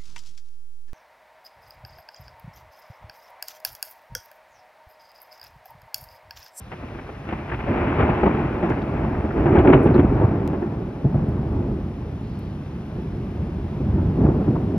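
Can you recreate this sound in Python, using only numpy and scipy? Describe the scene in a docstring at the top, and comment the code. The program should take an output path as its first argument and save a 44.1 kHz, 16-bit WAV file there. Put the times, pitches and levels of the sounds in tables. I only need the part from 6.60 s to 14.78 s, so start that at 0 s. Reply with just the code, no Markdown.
"""A balcony over a garden, with thunder rolling through light rain.
Shock fronts from a long, crooked lightning channel arrive in order of distance: a tearing crackle,
then the main peal, then dull booms from the far branches, whose treble the air has absorbed.
Countless drops hiss in the trees, a few tick close by, wet leaves rustle and one dry click sounds.
The walls scatter the distant sound differently to the left and to the right."""
import sys
import numpy as np
from scipy import signal
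from scipy.fft import rfft, irfft, next_fast_len
from scipy.io import wavfile
from scipy.ndimage import uniform_filter1d, minimum_filter1d

SR = 44100
rng = np.random.default_rng(int(sys.argv[2]) if len(sys.argv) > 2 else 0)


def waveform_to_disk(signal):
    """Save audio, clipped to [-1, 1], as 16-bit WAV at the path in sys.argv[1]."""
    frames = np.transpose(np.atleast_2d(signal))
    scaled = np.clip(frames, -1, 1) * 32767
    samples = np.round(scaled).astype(np.int16)
    wavfile.write(sys.argv[1], SR, samples)


N = 360738

# one peal per limb of the channel: start_s, rise_s, level_db, fade_db_per_s, bass_db, sharpness_db
PEALS = [(0.07, .15, -46.5, 3.5, 13.5, 7.5), (0.62, 0.064, -36.5, 5.5, -1.5, -4.5),
         (0.87, 0.043, -41, 8.5, 10.5, -2), (0.98, 0.19, -25, 4.5, -1, 2),
         (1.33, 0.092, -23.5, 18.5, -5, -1.5), (1.61, 0.13, -25, 50, -13, -7.5),
         (2.0, 0.072, -25.5, 31.5, -5.5, -0.5), (2.28, 0.087, -26.5, 9.5, 4, -1.5),
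         (2.721, 0.075, -20, 13.5, -3, 2), (2.838, 0.11, -18.5, 23, -1, 4.5),
         (3.03, 0.058, -12, 52.5, -3, 7.5), (3.221, 0.14, -20, 31.5, 2, -8.5),
         (3.41, 0.028, -25, 18.5, -14.5, -6), (3.529, 0.038, -19.5, 14, -4.5, -1.5),
         (4.419, 0.15, -22.5, 9, -0.5, -5), (4.849, 0.15, -28.5, 45.5, 15, 8),
         (5.62, 0.094, -34, -2, -6, -6.5), (6.305, 0.021, -31.5, 11.5, 3.5, -4.5),
         (6.51, .04, -34.5, -4, -3, -0.5), (6.7, 0.15, -39.5, 25, 12, -13),
         (7.1, 0.21, -23.5, 11.5, 2, -10), (7.25, 0.18, -35.5, 12, 8, 12),
         (7.52, 0.13, -16.5, 24, -4, -0.5)]
# stretches of channel heard all at once: start_s, level_db, pitch_hz, length_s
CLAPS = [(0.118, -24, 398, 0.03), (0.237, -25, 283, 0.015), (0.326, -34.5, 332, 0.01),
         (0.35, -24, 310, 0.011), (0.389, -24, 380, 0.014), (0.491, -22.5, 312, 0.011),
         (0.690, -18, 366, 0.015), (0.726, -14.5, 348, 0.013), (0.789, -21, 336, 0.013),
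         (0.88, -27.5, 438, 0.04), (0.918, -19.5, 378.5, 0.031), (0.938, -21, 405, 0.015),
         (0.991, -22.5, 437, 0.025), (1.076, -14, 234, 0.058), (1.386, -11.5, 352, 0.025),
         (1.404, -6.5, 294, 0.018), (1.433, -7.5, 253, 0.0074), (1.497, -11, 340, 0.018),
         (1.633, -2.5, 275, 0.012), (1.657, -5.5, 276, 0.021), (1.67, -17.5, 320, 0.016),
         (2.027, -11, 332, 0.03), (2.103, -12.5, 372, 0.019), (2.435, -18, 398, 0.017),
         (2.601, -19.5, 404, 0.012), (2.641, -12.5, 276.7, 0.031), (2.764, -15, 308, 0.022),
         (2.858, -7, 358, 0.02), (2.954, -5.5, 411, 0.022), (2.982, -4, 378, 0.03),
         (3.05, -4.5, 387, 0.011), (3.076, -1.5, 366, 0.017), (3.1, -5.5, 355, 0.03),
         (3.129, -2.5, 366, 0.027), (3.155, -11.5, 417, 0.017), (3.257, -5, 342.5, 0.014),
         (3.306, -9.5, 346, 0.012), (3.342, -7.5, 330, 0.037), (3.389, 4.5, 294.5, 0.016),
         (3.445, -6, 259, 0.0086), (3.516, -10, 250, 0.02), (3.613, -10.5, 321, 0.048),
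         (3.933, -14.5, 424, 0.025), (4.02, -15.5, 342, 0.032), (4.403, -25, 335, 0.02),
         (4.444, -5.5, 139, 0.024), (4.544, -8.5, 140, 0.018), (6.384, -24.5, 367, 0.025),
         (7.205, -17.5, 295, 0.015), (7.372, -15.5, 235, 0.015), (7.424, -17.5, 242, 0.0096),
         (7.588, -12.5, 255, 0.05), (7.649, -6, 280, 0.013), (7.688, -4, 294, 0.0058),
         (7.878, -9.5, 248, 0.017), (7.951, -20, 378, 0.033), (8.139, -15.5, 238, 0.015)]
# bunches of steep fronts: crest_s, level_db, pitch_hz, width_octaves, length_s
CRACKS = [(0.122, -39.5, 1090, 1.3, 0.0091), (0.470, -41, 990, 1, .006), (0.555, -45, 1500, 1.4, 0.0055),
          (0.693, -37, 1400, 1.4, .006), (0.71, -32, 1000, 1.3, 0.0048), (0.734, -34, 990, 1, .007),
          (0.8, -44, 810, 1, .008), (0.901, -36, 1700, .8, 0.0099), (0.92, -30, 1450, .8, .008),
          (0.946, -35, 2100, 0.85, .005), (1.007, -37, 1900, .9, .008), (1.326, -24, 870, 1, 0.0065),
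          (1.396, -22, 730, 0.8, .006), (1.408, -27.5, 1190, 1.4, 0.011), (1.426, -22.5, 1190, 0.58, .006),
          (1.456, -29.5, 1116, 0.36, 0.0036), (1.491, -20.5, 830, 0.66, 0.0071),
          (1.663, -26.5, 927, 1.4, .006), (1.677, -17, 740, 0.56, 0.006), (2.04, -33, 1076, 1.34, .009),
          (2.121, -28.5, 1150, 1, .006), (2.449, -31, 734, .9, .007), (2.554, -32, 800, 1.3, 0.0055),
          (2.71, -30.5, 1164, 0.81, 0.0064), (2.882, -25.5, 887, 0.9, 0.013),
          (2.974, -26.5, 1396, 0.71, .008), (2.990, -37.5, 2900, 1, .008), (3.076, -25.5, 1660, 0.96, .007),
          (3.137, -26, 2310, .6, .014), (3.134, -14, 843, 1.18, .007), (3.142, -25, 1020, 1.5, 0.0081),
          (3.276, -34.5, 1096, 1.7, 0.014), (3.302, -33.5, 1156, 1.4, 0.0033),
          (3.381, -32.5, 1395, 1, 0.0048), (3.396, -26, 1140, 1.9, .009), (3.619, -22.5, 677, .6, .007),
          (3.643, -32, 830, 0.68, 0.019), (4.029, -35, 910, 1, .012), (5.088, -37, 700, .6, .007),
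          (7.392, -37.5, 720, .8, 0.016), (7.666, -31, 790, 0.93, 0.009), (7.697, -33, 840, 0.62, .016),
          (7.962, -29.5, 720, 0.81, .009)]
# the longest fronts: crest_s, level_db, pitch_hz
THUMPS = [(0.939, -22.5, 109), (1.098, -18.5, 88), (1.444, -13.5, 78.5), (1.672, -18, 70.4),
          (2.119, -17.5, 110.6), (2.99, -8, 94), (3.394, -2.5, 149), (3.65, -6.5, 103.5), (4.964, -20, 111),
          (7.302, -12.5, 95), (7.356, -14, 68.4), (7.896, -9, 118)]
# spectrum of a shock front after the air and the house wall: frequency_hz, gain_db
SHOCK_SPECTRUM = [(22, -23), (36, -5.5), (54, 4), (105, 5), (180, 1.5), (280, 0.64), (395, -0.5), (470, -7),
                  (620, -6.5), (880, -10), (1850, -20.5), (2600, -24.5), (3200, -36), (8000, -93)]
# how far each frequency follows brightness, bass and sharpness: frequency_hz, weight
AIR_WEIGHT = [(300, 0.15), (450, 0.27), (650, 0.69), (1000, 0.93), (1800, 1.36), (2800, 1.72), (4200, 1.9)]
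BASS_WEIGHT = [(90, 0.91), (135, 0.075)]
SHARPNESS_WEIGHT = [(90, -0.41), (135, -0.33), (205, -1.1), (255, 1), (310, 0.51), (420, 0.74), (800, 0.11)]
# rain in the trees: frequency_hz, gain_db
RAIN_SPECTRUM = [(25, -22), (44, 5), (60, 9.5), (150, 7.5), (350, -6.5), (520, -8.5), (1000, -9.5),
                 (1900, -17), (2600, -18), (3300, -22), (4500, -29), (5800, -29.5), (7500, -43.5),
                 (11500, -37.5), (15500, -71)]
# the rain eases slightly, then picks up: time_s, level_db
RAIN_STRENGTH = [(0, -0.2), (2.5, 0), (4.1, -1.4), (5.4, -0.8), (5.9, 0), (8.1, 0.9)]
# near drops: start_s, click_db, spray_db, ring_hz, width_hz, decay_s, left_minus_right_db
DROPS = [(2.099, -47, -47, 5170, 3400, .006, 3), (2.219, -60, -42.5, 3700, 1100, 0.0079, -1),
         (3.231, -44, -50, 10000, 7500, 0.014, 4.5), (3.232, -70, -57, 9700, 140, 0.014, 3),
         (3.343, -64, -43, 4000, 560, 0.008, 5), (4.689, -41, -54, 12600, 9000, 0.011, -5),
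         (5.791, -43, -48, 12100, 8500, .006, 1)]
# the click of a drop's first contact: frequency_hz, gain_db
CLICK_SPECTRUM = [(1500, -17), (5000, -6), (9000, 4), (14000, 4), (16000, -1)]
# mild resonances of the balcony: centre_hz, width_hz, gain_db
BALCONY_MODES = [(217, 7.2, 2), (348, 30, 2), (597, 14, 1), (840, 67, 1.5), (2310, 240, 0.7)]
# wall scatter relative to the direct sound: frequency_hz, level_db
WALL_SCATTER = [(35, -37), (85, -45), (180, -26.5), (340, -24), (520, -7.5), (1100, -12), (2200, -4.5),
                (4500, -13.5), (10000, 2)]
# phase lead of the left side over the right: frequency_hz, phase_rad
LEFT_LEAD = [(300, 0), (700, 0.41), (1100, 0.83), (1600, 0), (3000, 1.63), (5000, 1), (7000, 2.87)]
# difference in colour between the sides: frequency_hz, left_minus_right_db
BALANCE = [(250, -.3), (430, -2), (620, .4), (1150, 3.4), (1600, .9), (2200, 2.6), (3200, .5), (9000, -.5)]


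def roll(fronts_per_s=3600, clump_db=0.24, clump_hz=36, evenness=0.043, patch_db=0.44):
    """Superposition: thousands of shock fronts a second merge into a rumble that swells in peals."""
    fronts = impacts(fronts_per_s, spread_db=3, size=N, largest=1.94)
    fronts = unit_rms(fronts * gain_of(-clump_db * wander(clump_hz)))
    hz, t, spectrum = signal.stft(fronts, SR, nperseg=1024, noverlap=768)
    bass_share = 1 / (1 + (hz[:, None] / 500) ** 2)
    # long fronts overlap, evening out the bass a little
    power = smooth_spectrogram(abs(spectrum) ** 2, frames=20, bins=3)
    spectrum *= (power.mean() / (power + 1e-12)) ** (evenness * bass_share)
    # higher up, interference favours a few pitches at a time
    patches = unit_rms(smooth_spectrogram(rng.standard_normal(spectrum.shape), frames=6, bins=5))
    spectrum *= gain_of(patch_db * patches * (1.5 - bass_share))
    arriving = signal.istft(spectrum * peals_gain(hz, t), nperseg=1024, noverlap=768)[1][:N]
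    return coloured(arriving, shock_db) / band_rms(coloured(fronts, shock_db), 110, 450)


def peals_gain(hz, t):
    """Incoherent addition: the peals, each swelling and fading in its own colour, sum in power."""
    power = 0
    for start_s, rise_s, level_db, fade_db_per_s, bass_db, sharpness_db in PEALS:
        rise = np.clip((t - start_s) / rise_s, 0, 1)
        fade_db = fade_db_per_s * np.maximum(t - start_s - rise_s, 0)
        colour = gain_of(bass_db * curve(BASS_WEIGHT, hz) + sharpness_db * curve(SHARPNESS_WEIGHT, hz))
        power = power + np.outer(colour, rise * gain_of(level_db - fade_db)) ** 2
    return np.sqrt(power) * gain_of(np.outer(curve(AIR_WEIGHT, hz), brightness_db(t)))


def claps(gain_db=-9.5, jitter=0.16, kink_count=14, echo_db=-14, echo_s=0.022, size=8000):
    """Repetition pitch: a zigzag's kinks send a nearly even train of strong fronts amid small ones."""
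    out, t = np.zeros(N), np.arange(size) / SR
    for start_s, level_db, pitch_hz, length_s in CLAPS:
        crackle = impacts(per_s=2700, spread_db=3, size=size)
        gaps_s = abs(1 + jitter * rng.standard_normal(kink_count)) / pitch_hz
        arrivals = ((np.cumsum(gaps_s) - gaps_s[0]) * SR).astype(int)
        kinks = np.bincount(arrivals, minlength=size)[:size]
        strong = 4.4 * signal.lfilter(*signal.butter(1, 1000, fs=SR), kinks)
        # long, rounded fronts boom lower and sound duller
        octaves_down = np.log2(330 / pitch_hz)
        dull_db = 13 * octaves_down + 1 - brightness_db(start_s)
        strong[0] += 3 * gain_of(-max(dull_db, 0))  # the first front snaps unless rounded off

        def colour_db(hz):
            """Wave shape sets timbre: rounded fronts boom, the deepest with a hollow knock."""
            boom_db = 0.21 * max(dull_db, 0) + 7 * max(octaves_down, 0)
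            boom = boom_db * bell(np.log2((hz + 1) / pitch_hz), 0, 0.45)
            knock = 10 * max(octaves_down, 0) * bell(hz, 690, 170)
            hollow = 6 * max(octaves_down - 0.5, 0) * bell(hz, 300, 90)
            # the loudest claps carry a crackling edge near 4 kHz
            edge = np.clip(1.5 * (level_db + 7), 0, 9) * bell(hz, 4000, 600)
            air_loss = dull_db * curve(AIR_WEIGHT, hz)
            bass_loss = 6 * curve(BASS_WEIGHT, hz)  # a short stretch radiates little deep bass
            return shock_db(hz) + boom + knock + edge - hollow - air_loss - bass_loss

        envelope = np.exp(-(t / length_s) ** 4)
        tail = gain_of(echo_db) * np.exp(-t / echo_s)  # reflected by trees and houses
        fronts = strong * envelope + crackle * np.maximum(envelope, tail)
        clap = unit_rms(coloured(fronts, colour_db)) * np.sqrt(length_s * SR / size)
        fullness_db = 0.13 * dull_db  # rounded fronts carry more energy for their peak
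        add(out, start_s, gain_of(level_db + gain_db + fullness_db) * clap)
    return out


def cracks(absorption_hz=2900, echo_db=-14, echo_s=0.022, size=4000):
    """Coincident arrival: steep fronts from short kinks land together, and a faint echo follows."""
    out, t = np.zeros(N), np.arange(size) / SR
    for crest_s, level_db, pitch_hz, width_octaves, length_s in CRACKS:
        since_crest = t - 2 * length_s
        burst = np.exp(-2 * (since_crest / length_s) ** 2)
        tail = (since_crest > 0) * gain_of(echo_db) * np.exp(-abs(since_crest) / echo_s)

        def colour_db(hz):
            """Kink length sets the pitch and its variety the bandwidth; absorption takes the treble."""
            band_db = -10 * (np.log2((hz + 1) / pitch_hz) / width_octaves) ** 2
            return band_db - 10 * np.log10(1 + (hz / absorption_hz) ** 10)

        fronts = impacts(per_s=2200, spread_db=2.5, size=size) * np.maximum(burst, tail)
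        crack = unit_rms(coloured(fronts, colour_db)) * np.sqrt(length_s * SR / size)
        add(out, crest_s - 2 * length_s, gain_of(level_db) * crack)
    return out


def thumps(gain_db=-1, width_cycles=1.1, half_size=4000):
    """Wave packets: the longest fronts arrive as a few slow swings of pressure."""
    out, t = np.zeros(N), np.arange(-half_size, half_size) / SR
    for crest_s, level_db, pitch_hz in THUMPS:
        swing = np.sin(2 * np.pi * (pitch_hz * t + rng.random()))
        envelope = bell(t, 0, width_cycles / pitch_hz)
        add(out, crest_s + t[0], gain_of(level_db + gain_db) * envelope * swing)
    return out


def brightness_db(arrival_s, dulling_db_per_s=4):
    """Atmospheric absorption: later sound has crossed more air and keeps less treble, down to a floor."""
    return np.maximum(8.5 - dulling_db_per_s * arrival_s, -13)


def shock_db(hz, echo_gain=0.067, echo_s=0.0143):
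    """Comb filtering: the back wall's echo ripples a front's spectrum; balcony modes add mild peaks."""
    modes_db = sum(db * bell(hz, centre_hz, width_hz) for centre_hz, width_hz, db in BALCONY_MODES)
    echo = echo_gain * np.exp(-hz / 900 - 2j * np.pi * hz * echo_s)
    return curve(SHOCK_SPECTRUM, hz) + modes_db + 20 * np.log10(abs(1 + echo))


def rain(level_db=-40, swell_db=0.06):
    """Shot noise: countless far drops on leaves merge into a wash over the storm's low murmur."""
    strength_db = np.interp(np.arange(N) / SR, *np.transpose(RAIN_STRENGTH))
    patter = impacts(per_s=14000, spread_db=2, size=N)
    patter *= gain_of(strength_db - swell_db * wander(rate_hz=3))
    return gain_of(level_db) * unit_rms(coloured(patter, lambda hz: curve(RAIN_SPECTRUM, hz)))


def drops(strike_s=0.00092, size=6000):
    """Impact excitation: a near drop clicks, then its spray rings the damped surface it lands on."""
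    out, t = np.zeros((2, N)), np.arange(size) / SR
    click = coloured(signal.unit_impulse(size), lambda hz: curve(CLICK_SPECTRUM, hz))
    for start_s, click_db, spray_db, ring_hz, width_hz, decay_s, pan_db in DROPS:
        splash = rng.standard_normal(size) * (0.8 * np.exp(-t / strike_s) + np.exp(-t / decay_s))
        spray = coloured(splash, lambda hz: resonance_db(hz, ring_hz, width_hz))
        drop = gain_of(click_db) * click / abs(click).max()
        drop += gain_of(spray_db) * spray / abs(spray).max()
        add(out, start_s, pan_gains(pan_db) * drop)
    return out


def snap(start_s=3.877, level_db=-23, pan_db=-6.5, decay_s=0.00018):
    """A brief pulse has a broad spectrum: one dry click, very near."""
    out = np.zeros((2, N))
    pulse = np.exp(-np.arange(SR // 100) / SR / decay_s)
    add(out, start_s, gain_of(level_db) * pan_gains(pan_db) * pulse)
    return out


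def wet_leaves(centre_s=5.78, half_length_s=0.18, level_db=-66, pitch_hz=4340, width_hz=1100):
    """Band-limited shot noise: wet leaves rustle for a moment in a crowd of tiny ticks."""
    ticks = impacts(per_s=1700, spread_db=-5, size=N)
    rustle = unit_rms(coloured(ticks, lambda hz: resonance_db(hz, pitch_hz, width_hz)))
    envelope = np.exp(-((np.arange(N) / SR - centre_s) / half_length_s) ** 4)
    return gain_of(level_db) * rustle * envelope


def storm():
    """Linear superposition of everything beyond the railing, drawn afresh at each call."""
    return roll() + claps() + cracks() + thumps() + rain() + wet_leaves()


def balcony(direct, scattered):
    """Decorrelation: wall scatter makes the two sides differ, and the left leads in phase."""
    size = next_fast_len(N + SR // 4)
    hz = np.fft.rfftfreq(size, 1 / SR)
    scatter, sides = gain_of(curve(WALL_SCATTER, hz)), np.array([[1], [-1]])
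    stereo = (rfft(direct, size) + sides * scatter * rfft(scattered, size)) / np.sqrt(1 + scatter ** 2)
    stereo *= np.exp(0.5j * sides * curve(LEFT_LEAD, hz)) * pan_gains(curve(BALANCE, hz))
    return irfft(stereo, size)[:, :N]


def impacts(per_s, spread_db, size, largest=4):
    """Poisson process: random impulses of either sign and uneven height."""
    heights = gain_of(spread_db * np.minimum(rng.exponential(1, size), largest))
    return heights * rng.choice([-1, 1], size) * (rng.random(size) < per_s / SR)


def wander(rate_hz):
    """Low-pass noise: a slow fluctuation of rms 1."""
    hz = np.fft.rfftfreq(N, 1 / SR)
    return unit_rms(irfft(rfft(rng.standard_normal(N)) / (1 + (hz / rate_hz) ** 4), N))


def coloured(x, colour_db, size=4096):
    """Minimum-phase filter of gain colour_db(hz): onsets stay sharp and the ringing follows."""
    hz = abs(np.fft.fftfreq(size, 1 / SR))
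    log_gain = np.log(gain_of(np.maximum(colour_db(hz), -100)))
    response = np.fft.ifft(np.exp(np.conj(signal.hilbert(log_gain)))).real
    return signal.oaconvolve(x, response)[:len(x)]


def resonance_db(hz, centre_hz, width_hz):
    """Lorentzian resonance peak."""
    return -20 * np.log10(1 + (2 * (hz - centre_hz) / width_hz) ** 2)


def bell(x, centre, width):
    """Gaussian curve of height 1."""
    return np.exp(-((x - centre) / width) ** 2)


def curve(points, hz):
    """Interpolation on a log-frequency axis."""
    points_hz, values = np.transpose(points)
    return np.interp(np.log(hz + 1), np.log(points_hz + 1), values)


def smooth_spectrogram(x, frames, bins):
    """Moving average over time, then frequency."""
    return uniform_filter1d(uniform_filter1d(x, frames, axis=1), bins, axis=0)


def band_rms(x, low_hz, high_hz):
    """Rms of one band, by Parseval's theorem."""
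    hz = np.fft.rfftfreq(len(x), 1 / SR)
    return np.sqrt(2 * np.sum(abs(rfft(x)[(hz > low_hz) & (hz < high_hz)]) ** 2)) / len(x)


def unit_rms(x):
    """Normalisation to rms 1."""
    return x / np.sqrt(np.mean(x ** 2) + 1e-20)


def gain_of(db):
    """Decibels to amplitude."""
    return 10 ** (np.asarray(db) / 20)


def pan_gains(left_minus_right_db):
    """A level difference, split evenly between the sides."""
    return gain_of(np.array([[0.5], [-0.5]]) * left_minus_right_db)


def add(mix, start_s, sound):
    """Superposes a sound on the mix."""
    part = mix[..., max(round(start_s * SR), 0):][..., :sound.shape[-1]]
    part += sound[..., :part.shape[-1]]


def scene():
    """Direct and scattered sound of the storm, with the near drops and the click on top."""
    return balcony(direct=storm(), scattered=storm()) + drops() + snap()


def record(dry, ceiling=0.95, cutoff_hz=15800):
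    """Peak limiting eases down the highest crests; a low-pass filter then limits the band."""
    allowed = np.minimum(ceiling / (abs(dry).max(0) + 1e-9), 1)
    held = minimum_filter1d(allowed, size=500)
    gain = uniform_filter1d(uniform_filter1d(held, size=250), size=250)
    lowpass = signal.firwin(511, cutoff_hz, window=("kaiser", 9), fs=SR)
    return signal.oaconvolve(dry * gain, lowpass[None], "same")


dry = scene()
out = record(dry)
waveform_to_disk(out)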